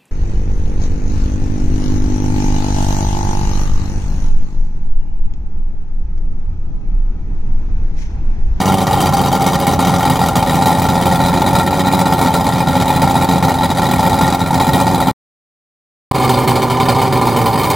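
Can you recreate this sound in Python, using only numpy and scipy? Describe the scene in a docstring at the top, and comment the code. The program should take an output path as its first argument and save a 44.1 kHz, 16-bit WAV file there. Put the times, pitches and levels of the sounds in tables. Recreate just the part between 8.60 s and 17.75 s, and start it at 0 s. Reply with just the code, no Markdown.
"""Two big six-cylinder two-stroke outboards idle out of the water on a lawn, one after the other.
The port engine lopes near 88 firings a second while the listener walks round to its stern; after a
second of silence the starboard engine runs faster and slows towards idle. Each firing rings the exhaust
passages, leg and cowl and spits wet hiss. Strong and weak firings, misses and hard pops make it uneven,
over a steady whirr of belts, gears and running water."""
import sys
import numpy as np
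from scipy import signal
from scipy.fft import rfft, irfft, next_fast_len
from scipy.io import wavfile
from scipy.ndimage import uniform_filter1d

SR = 44100
rng = np.random.default_rng(int(sys.argv[2]) if len(sys.argv) > 2 else 0)


def to_wav(sig):
    """Store sig (one row per channel, or 1-D mono) as 16-bit WAV at the path in sys.argv[1].

    Samples outside -1..1 are clipped; the rate is SR.
    """
    pcm = np.clip(np.atleast_2d(sig), -1, 1) * 32767
    pcm = np.round(pcm).astype(np.int16)
    wavfile.write(sys.argv[1], SR, pcm.T)  # frames by channels


N = 403515
TIME = np.arange(N) / SR  # seconds

# Engine speed. Each row: time in seconds, speed in firings per second.
PORT_SPEED = [(0.0, 93.54), (0.35, 95.82), (0.55, 88.32), (1.42, 88.51), (1.51, 85.4), (1.92, 85.73),
              (2.51, 89.53), (2.59, 87.11), (3.23, 92.48), (3.48, 89.53), (3.71, 87.03), (4.43, 86.99),
              (4.51, 89.19), (5.32, 84.99), (5.47, 88.44), (6.0, 86.7), (6.11, 91.01), (6.51, 86.54)]
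STARBOARD_SPEED = [(7.55, 130.31), (7.7, 126.72), (7.95, 124.27), (8.15, 127.63), (8.35, 131.74),
                   (8.55, 126.1), (8.7, 119.25), (8.9, 111.49), (9.15, 97.82)]
# Ordinary firings. Each row: time in seconds, strength in dB (only strength relative to other firings counts).
PORT_FIRING = [(0, -15.7), (1.3, -15.8), (2.4, -14.3), (3.5, -16.2), (4.3, -14.8), (6.5, -15.6)]
STARBOARD_FIRING = [(7.6, -14.5), (8.1, -19), (9.1, -18.3)]
# The hardest pops. Each row: time in seconds, strength in dB on the same scale.
PORT_POPS = [(0.404, -8), (0.5681, -12), (0.8629, -9), (1.0645, -8), (1.1932, -9), (1.2725, -9),
             (1.497, -8), (1.7544, -7), (1.8931, -9), (2.0572, -7), (2.2832, -10), (2.4498, -8),
             (2.9517, -8), (2.9854, -9), (3.454, -11), (3.6117, -9), (3.7384, -8), (4.1514, -11),
             (4.4179, -9), (4.7102, -11), (4.8249, -10), (5.2165, -11), (5.6077, -8), (5.9983, -8),
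             (6.133, -8), (6.2662, -10), (6.4028, -11)]
STARBOARD_POPS = [(7.5524, -12), (7.5974, -10), (7.6774, -10), (7.6924, -7), (7.7717, -11), (7.8714, -6),
                  (7.9554, -11), (8.0182, -10), (8.099, -9), (8.2003, -9), (8.2834, -8), (8.3439, -12),
                  (8.4158, -11), (8.5235, -10), (8.6114, -12), (8.6692, -9), (8.763, -9), (8.8588, -10),
                  (8.9745, -8), (9.0319, -9), (9.1017, -9)]
# The port engine's cylinders in firing order.
# Each row: extra strength in dB heard from the side, extra strength in dB heard from astern.
CYLINDERS = [(.3, -1.6), (3.3, -1.8), (2.6, 2.6), (1.8, 2.4), (-4.5, 2.1), (.3, -4.8)]
# The beat of the cylinders changes as the stern comes into view.
# Each row: time in seconds, share heard from astern (0 to 1).
BANK_TURN = [(2.1, 0), (2.9, 1)]
# Resonances of the port exhaust passages, leg and cowl.
# Each row: pitch in Hz, width in Hz, level in dB per Hz from the side, level in dB per Hz from astern.
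PORT_MODES = [(112, 50, -43.5, -46), (143.7, 31.6, -35, -35), (181.2, 46, -37.5, -37.5),
              (251, 61, -43, -39.5), (358.2, 42, -44.5, -46), (443.5, 40, -45, -48.5), (556, 32, -42, -41),
              (741, 89, -44.5, -45), (795, 40.4, -33.8, -40.5), (867.7, 61.6, -43, -36),
              (1014, 58, -45, -49.5), (1190, 88, -48.5, -55.5), (1368, 56.4, -48, -46.5),
              (1876, 84, -54, -52), (2197, 61, -54, -57), (2404, 80, -62, -57), (2863, 94, -59.5, -67),
              (3140, 70, -54.5, -60.5), (3472, 96, -61.5, -59.5), (3810, 140, -57.5, -56.5),
              (3990, 140, -65, -57), (4680, 120, -59.5, -66), (4970, 140, -68, -64), (5900, 400, -63, -72),
              (7150, 300, -68, -68)]
# The same for the starboard engine. Each row: pitch in Hz, width in Hz, level in dB per Hz.
STARBOARD_MODES = [(133, 52, -37.3), (244, 52, -39.3), (305, 25, -44), (385, 40, -41.2), (455, 50, -42),
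                   (562, 24, -41), (781, 45, -37), (901, 60, -40.5), (1011, 42, -38.5), (1185, 42, -44.5),
                   (1387, 79, -54), (1780, 140, -57.5), (2190, 87, -52), (2366, 99, -55.5),
                   (3080, 180, -59), (3680, 190, -60), (4270, 156, -58.5), (4770, 88, -56.5)]
# Tone of gas and cooling water spat from the propeller hub.
# Each row: frequency in Hz, relative level in dB.
PORT_SPIT = [(1650, -8), (2200, 1.5), (2650, -5), (3300, -2), (4700, 3), (5450, -3), (6600, -1.5),
             (7800, 0.5), (10200, 0), (12500, -2.3), (16000, -2)]
STARBOARD_SPIT = [(1700, -7), (2800, 2.5), (4500, .5), (6200, -1.5), (7700, -.5), (8600, 2), (10800, -2),
                  (16000, 1)]
# Fineness of the spray. Each row: time in seconds, boost of the top band of the hiss in dB.
PORT_MIST = [(0, .5), (2.2, 1), (3.4, .3), (5, .3)]
STARBOARD_MIST = [(7.6, -1.3), (8.3, -3), (9, 1.7)]
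# Belts, gears and running water, before each engine's trim. Each row: frequency in Hz, level in dB per Hz.
WHIRR = [(28, -60), (50, -48.5), (120, -43.5), (400, -59.5), (900, -61), (1700, -72), (4000, -79.5),
         (16000, -95.5)]
# Phase between the two microphone ports. Each row: frequency in Hz, lead of the left in radians.
PORTS_PHASE = [(60, -.25), (260, -.38), (900, -.23), (1400, -.15), (2100, -.04), (3500, -.04), (7000, -.09),
               (10000, -.05)]
# Level between the two ports, for each engine. Each row: frequency in Hz, left minus right in dB.
PORT_BALANCE = [(290, -1.1), (640, .35), (3300, .3), (4600, 1), (5600, 2.8), (6800, 2.8), (8500, .2)]
STARBOARD_BALANCE = [(290, -1.7), (800, -1), (3100, -0.6), (5000, 0)]
# Faint delayed sound, opposite in the two channels, that widens the stereo image.
# Each row: frequency in Hz, level in dB relative to the direct sound.
WIDENING = [(150, -27), (500, -21), (3000, -24), (5800, -15), (8500, -26)]
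# The sound is switched off, then stutters back on. Each row: time in seconds, gain.
SWITCH = [(6.514, 1), (6.515, .02), (6.533, .008), (6.534, 0), (7.512, 0), (7.5125, 1), (7.521, 1),
          (7.5225, 0), (7.527, 0), (7.541, .25), (7.55, 1)]

PORT_SPAN, STARBOARD_SPAN = (-.03, 6.55), (7.49, 9.18)  # seconds during which each engine runs
PORT_BEAT_S, STARBOARD_BEAT_S = .0021, 7.552  # about when a first cylinder fires
LOPE_DB = 2.7  # random spread from one firing to the next
FULL_CHARGE_DB = -10.5  # cap on an ordinary firing, before pops and later scatter
BOUNCE_LAG_S, BOUNCE_GAIN = (.0003, .0012), .7  # spray off the ground: shortest and longest lag, strength
WIDENING_DELAY_S = .023
CUTOFF_HZ = 15900
FFT_SIZE = next_fast_len(N)
BIN_HZ = np.fft.rfftfreq(FFT_SIZE, 1 / SR)
TINY = 1e-18  # keeps silent filters from slowing down


def from_db(db):
    """Turn decibels into gain."""
    return 10 ** (np.asarray(db) / 20)


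def at_time(rows, s):
    """Read a curve of times and values, with straight lines between its rows."""
    return np.interp(s, *np.transpose(rows))


def per_bin(points):
    """Read a curve of frequencies and values at every frequency bin, on a log axis."""
    hz, value = np.transpose(points)
    return np.interp(np.log(BIN_HZ + 1), np.log(hz), value)


def filtered(x, gain):
    """Apply one gain per frequency bin."""
    return irfft(rfft(x, FFT_SIZE) * gain, FFT_SIZE)[..., :N]


def noise(spectrum):
    """Make random noise with the given density in dB per Hz."""
    return filtered(rng.standard_normal(N), from_db(per_bin(spectrum))) * np.sqrt(SR / 2)


def band(x, low_hz, high_hz, order=1):
    """Keep mainly the sound between two frequencies."""
    sos = signal.butter(order, [low_hz, high_hz], "band", fs=SR, output="sos")
    return signal.sosfilt(sos, x + TINY)


def resonate(x, hz, width_hz):
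    """Ring one resonance, with gain 1 at its peak and its skirts trimmed beyond a few widths."""
    r = np.exp(-np.pi * width_hz / SR)
    feed = np.array([1, 0, -1]) * (1 - r * r) / 2
    feedback = [1, -2 * r * np.cos(2 * np.pi * hz / SR), r * r]
    ring = signal.lfilter(feed, feedback, x + TINY)
    skirt = 1 + 2 * width_hz / hz
    return band(ring, hz / skirt, hz * skirt)


def smooth(x, seconds):
    """Spread each value into a fading tail of the same total."""
    r = np.exp(-1 / (seconds * SR))
    return signal.lfilter([1 - r], [1, -r], x + TINY)


def uneven(count):
    """Draw bounded chance, one value per firing, with a spread of 1."""
    return rng.uniform(-1, 1, count) * np.sqrt(3)


def clicks(times, db):
    """Place one click per firing, scaled to a mean power of 1 while the engine runs."""
    out = np.zeros(N)
    gain = from_db(db)
    at = np.round(times * SR).astype(int)
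    inside = (at >= 0) & (at < N)
    out[at[inside]] = gain[inside] * np.sqrt(np.ptp(times) * SR / np.sum(gain ** 2))
    return out


def puffs(train, rise_s, decay_s):
    """Shape the gas that escapes after each click: a quick rise and a fading tail."""
    return np.sqrt(smooth(smooth(train ** 2, rise_s), decay_s))


def crank(speed, span, beat_s, hunt_s):
    """Find each firing's time and cylinder by adding up the speed; the crank hunts a little early and late."""
    s = np.arange(*span, 1 / SR)
    phase = np.cumsum(at_time(speed, s)) / SR
    phase -= np.interp(beat_s, s, phase)  # cylinder 0 falls on beat_s, before the hunting
    number = np.arange(np.ceil(phase[0]), phase[-1]).astype(int)
    hunt = uniform_filter1d(uneven(len(number)), size=5)
    times = np.interp(number, phase, s) + hunt_s * hunt / np.std(hunt)
    return times, number % len(CYLINDERS)


def lope(count, memory, miss_share, miss_db):
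    """Vary firings in dB: cylinders tend to repeat what they did two turns before, and some pairs miss."""
    luck = uneven(count)
    two_turns = 2 * len(CYLINDERS)  # a two-stroke fires every cylinder once a turn
    for k in range(two_turns, count):
        luck[k] = memory * luck[k - two_turns] + np.sqrt(1 - memory ** 2) * luck[k]
    missed = rng.random(count) < miss_share
    return LOPE_DB * luck - miss_db * (missed | np.roll(missed, 1))


def with_pops(times, ordinary_db, pops, fade_db, miss_db):
    """Add pops: a weak firing leaves fuel for a hard one, whose extra strength fades firing by firing."""
    levels = np.minimum(ordinary_db, FULL_CHARGE_DB)
    for s, db in pops:
        since = np.arange(len(times)) - np.argmin(np.abs(times - s))
        popped = np.maximum(levels, db - fade_db * since)
        before = levels - miss_db * (since == -1)
        levels = np.where(since >= 0, popped, before)
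    return levels


def exhaust(times, levels, modes, bass_follow, bass_scatter_db, late_s_per_db, boom_jitter_s, puff_s):
    """Each port opening sends a pressure step and a turbulent puff into the resonances."""
    jitter_s, turbulent_hz = .00015, 1700  # turbulence and steps share the power equally at 1700 Hz
    out = np.zeros(N)
    for hz, width_hz, db in modes:
        # hard firings are brighter: high modes follow their strength fully, low ones less
        follow = np.interp(hz, [200, 900, 2500], [bass_follow, .6, 1])
        scatter_db = np.interp(hz, [150, 400, 3000], [bass_scatter_db, 1.8, 3.8])
        mode_levels = follow * levels + scatter_db * uneven(len(times))
        # the boom of a weak firing builds later, and timing is loosest in the lowest mode
        late_s = late_s_per_db * (levels.mean() - levels) * np.interp(hz, [130, 420], [1, 0])
        spread_s = jitter_s + boom_jitter_s * (modes[0][0] / hz) ** 2
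        steps = clicks(times + late_s + spread_s * uneven(len(times)), mode_levels)
        puff = puffs(steps, .0011, puff_s) * rng.standard_normal(N)
        turbulence = hz / (hz + turbulent_hz)
        push = np.sqrt(1 - turbulence) * steps + np.sqrt(turbulence) * puff
        out += from_db(db) * resonate(push, hz, width_hz)
    return out * np.sqrt(SR / 2)


def spit(times, levels, spectrum, level_db, mist, decay_s, echo_share):
    """Each firing spits wet hiss of a slightly different colour; hull and ground draw out its tail."""
    scatter_db = 2.1
    out = np.zeros(N)
    firing = np.searchsorted(times, TIME)
    hiss = noise(spectrum)
    hiss /= np.std(band(hiss, 5000, 16000, order=2)) * np.hypot(1, BOUNCE_GAIN)
    edges_hz = [1000, 2800, 5000, 7500, 10500, 19000]
    for low_hz, high_hz in zip(edges_hz, edges_hz[1:]):
        # every spit tears off at another height, so its bounce off the ground has another lag
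        lag = (rng.uniform(*BOUNCE_LAG_S, len(times) + 1) * SR).astype(int)
        bounced = hiss + BOUNCE_GAIN * hiss[np.arange(N) - lag[firing]]
        # big and fine drops tear off at slightly different moments
        torn = times + rng.uniform(-.0008, .0016, len(times))
        drops = clicks(torn, levels + scatter_db * uneven(len(times)))
        direct_power = puffs(drops, .002, decay_s) ** 2
        envelope = np.sqrt(direct_power + echo_share * smooth(direct_power, .009))
        fine = from_db(at_time(mist, TIME)) if high_hz == edges_hz[-1] else 1
        out += fine * band(bounced, low_hz, high_hz, order=2) * envelope
        hiss = np.roll(hiss, SR)  # each band hisses on its own
    return from_db(level_db) * out


def whirr(trim_db):
    """Belts, gears and running water make a steady noise."""
    return from_db(trim_db) * noise(WHIRR)


def at_microphone(x, balance):
    """Two close ports differ slightly in level and phase; a faint delayed sound widens the stereo image."""
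    half = from_db(per_bin(balance) / 2) * np.exp(1j * per_bin(PORTS_PHASE) / 2)
    delayed = from_db(per_bin(WIDENING)) * np.exp(-2j * np.pi * BIN_HZ * WIDENING_DELAY_S)
    return filtered(x, np.array([half + delayed, 1 / half - delayed]))


def port_engine():
    """A slow, loping idle, whose colour turns as the listener walks from the side to the stern."""
    times, cylinder = crank(PORT_SPEED, PORT_SPAN, PORT_BEAT_S, hunt_s=.0004)
    from_side, from_astern = np.transpose(CYLINDERS)[:, cylinder]
    beat_db = from_side + at_time(BANK_TURN, times) * (from_astern - from_side)
    lope_db = lope(len(times), memory=.35, miss_share=.09, miss_db=6)
    ordinary_db = at_time(PORT_FIRING, times) + beat_db + lope_db
    levels = with_pops(times, ordinary_db, PORT_POPS, fade_db=2.6, miss_db=5.5)
    astern = at_time([(.7, .075), (2.8, .95)], TIME)  # share of the stern's colour
    modes = [(hz, width_hz, side_db + astern * (stern_db - side_db))
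             for hz, width_hz, side_db, stern_db in PORT_MODES]
    bark = exhaust(times, levels, modes, bass_follow=.55, bass_scatter_db=3.0,
                   late_s_per_db=.00004, boom_jitter_s=.00075, puff_s=.0045)
    hiss = spit(times, levels, PORT_SPIT, -31.9, PORT_MIST, decay_s=.003, echo_share=.08)
    return at_microphone(bark + hiss + whirr(0), PORT_BALANCE)


def starboard_engine():
    """A faster idle that chugs and sags near the end."""
    times, _ = crank(STARBOARD_SPEED, STARBOARD_SPAN, STARBOARD_BEAT_S, hunt_s=.00035)
    lope_db = lope(len(times), memory=.3, miss_share=.05, miss_db=4)
    ordinary_db = at_time(STARBOARD_FIRING, times) + lope_db
    levels = with_pops(times, ordinary_db, STARBOARD_POPS, fade_db=1.7, miss_db=4.5)
    levels = levels + 1.5 * uneven(len(times))
    bark = exhaust(times, levels, STARBOARD_MODES, bass_follow=.2, bass_scatter_db=2.5,
                   late_s_per_db=.00022, boom_jitter_s=.0004, puff_s=.004)
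    hiss = spit(times, levels, STARBOARD_SPIT, -31.2, STARBOARD_MIST, decay_s=.004, echo_share=.09)
    return at_microphone(bark + hiss + whirr(-2), STARBOARD_BALANCE)


def scene():
    """Play first the port engine, then the starboard engine."""
    return np.where(TIME < PORT_SPAN[1], port_engine(), starboard_engine())


def record(dry):
    """Round the loudest peaks, switch the sound off and on, and cut the top."""
    rounded = dry / (1 + np.abs(dry) ** 6) ** (1 / 6)
    switched = rounded * at_time(SWITCH, TIME)
    top_cut = signal.ellip(12, .1, 90, CUTOFF_HZ, fs=SR, output="sos")
    return signal.sosfilt(top_cut, switched)


dry = scene()
out = record(dry)
to_wav(out)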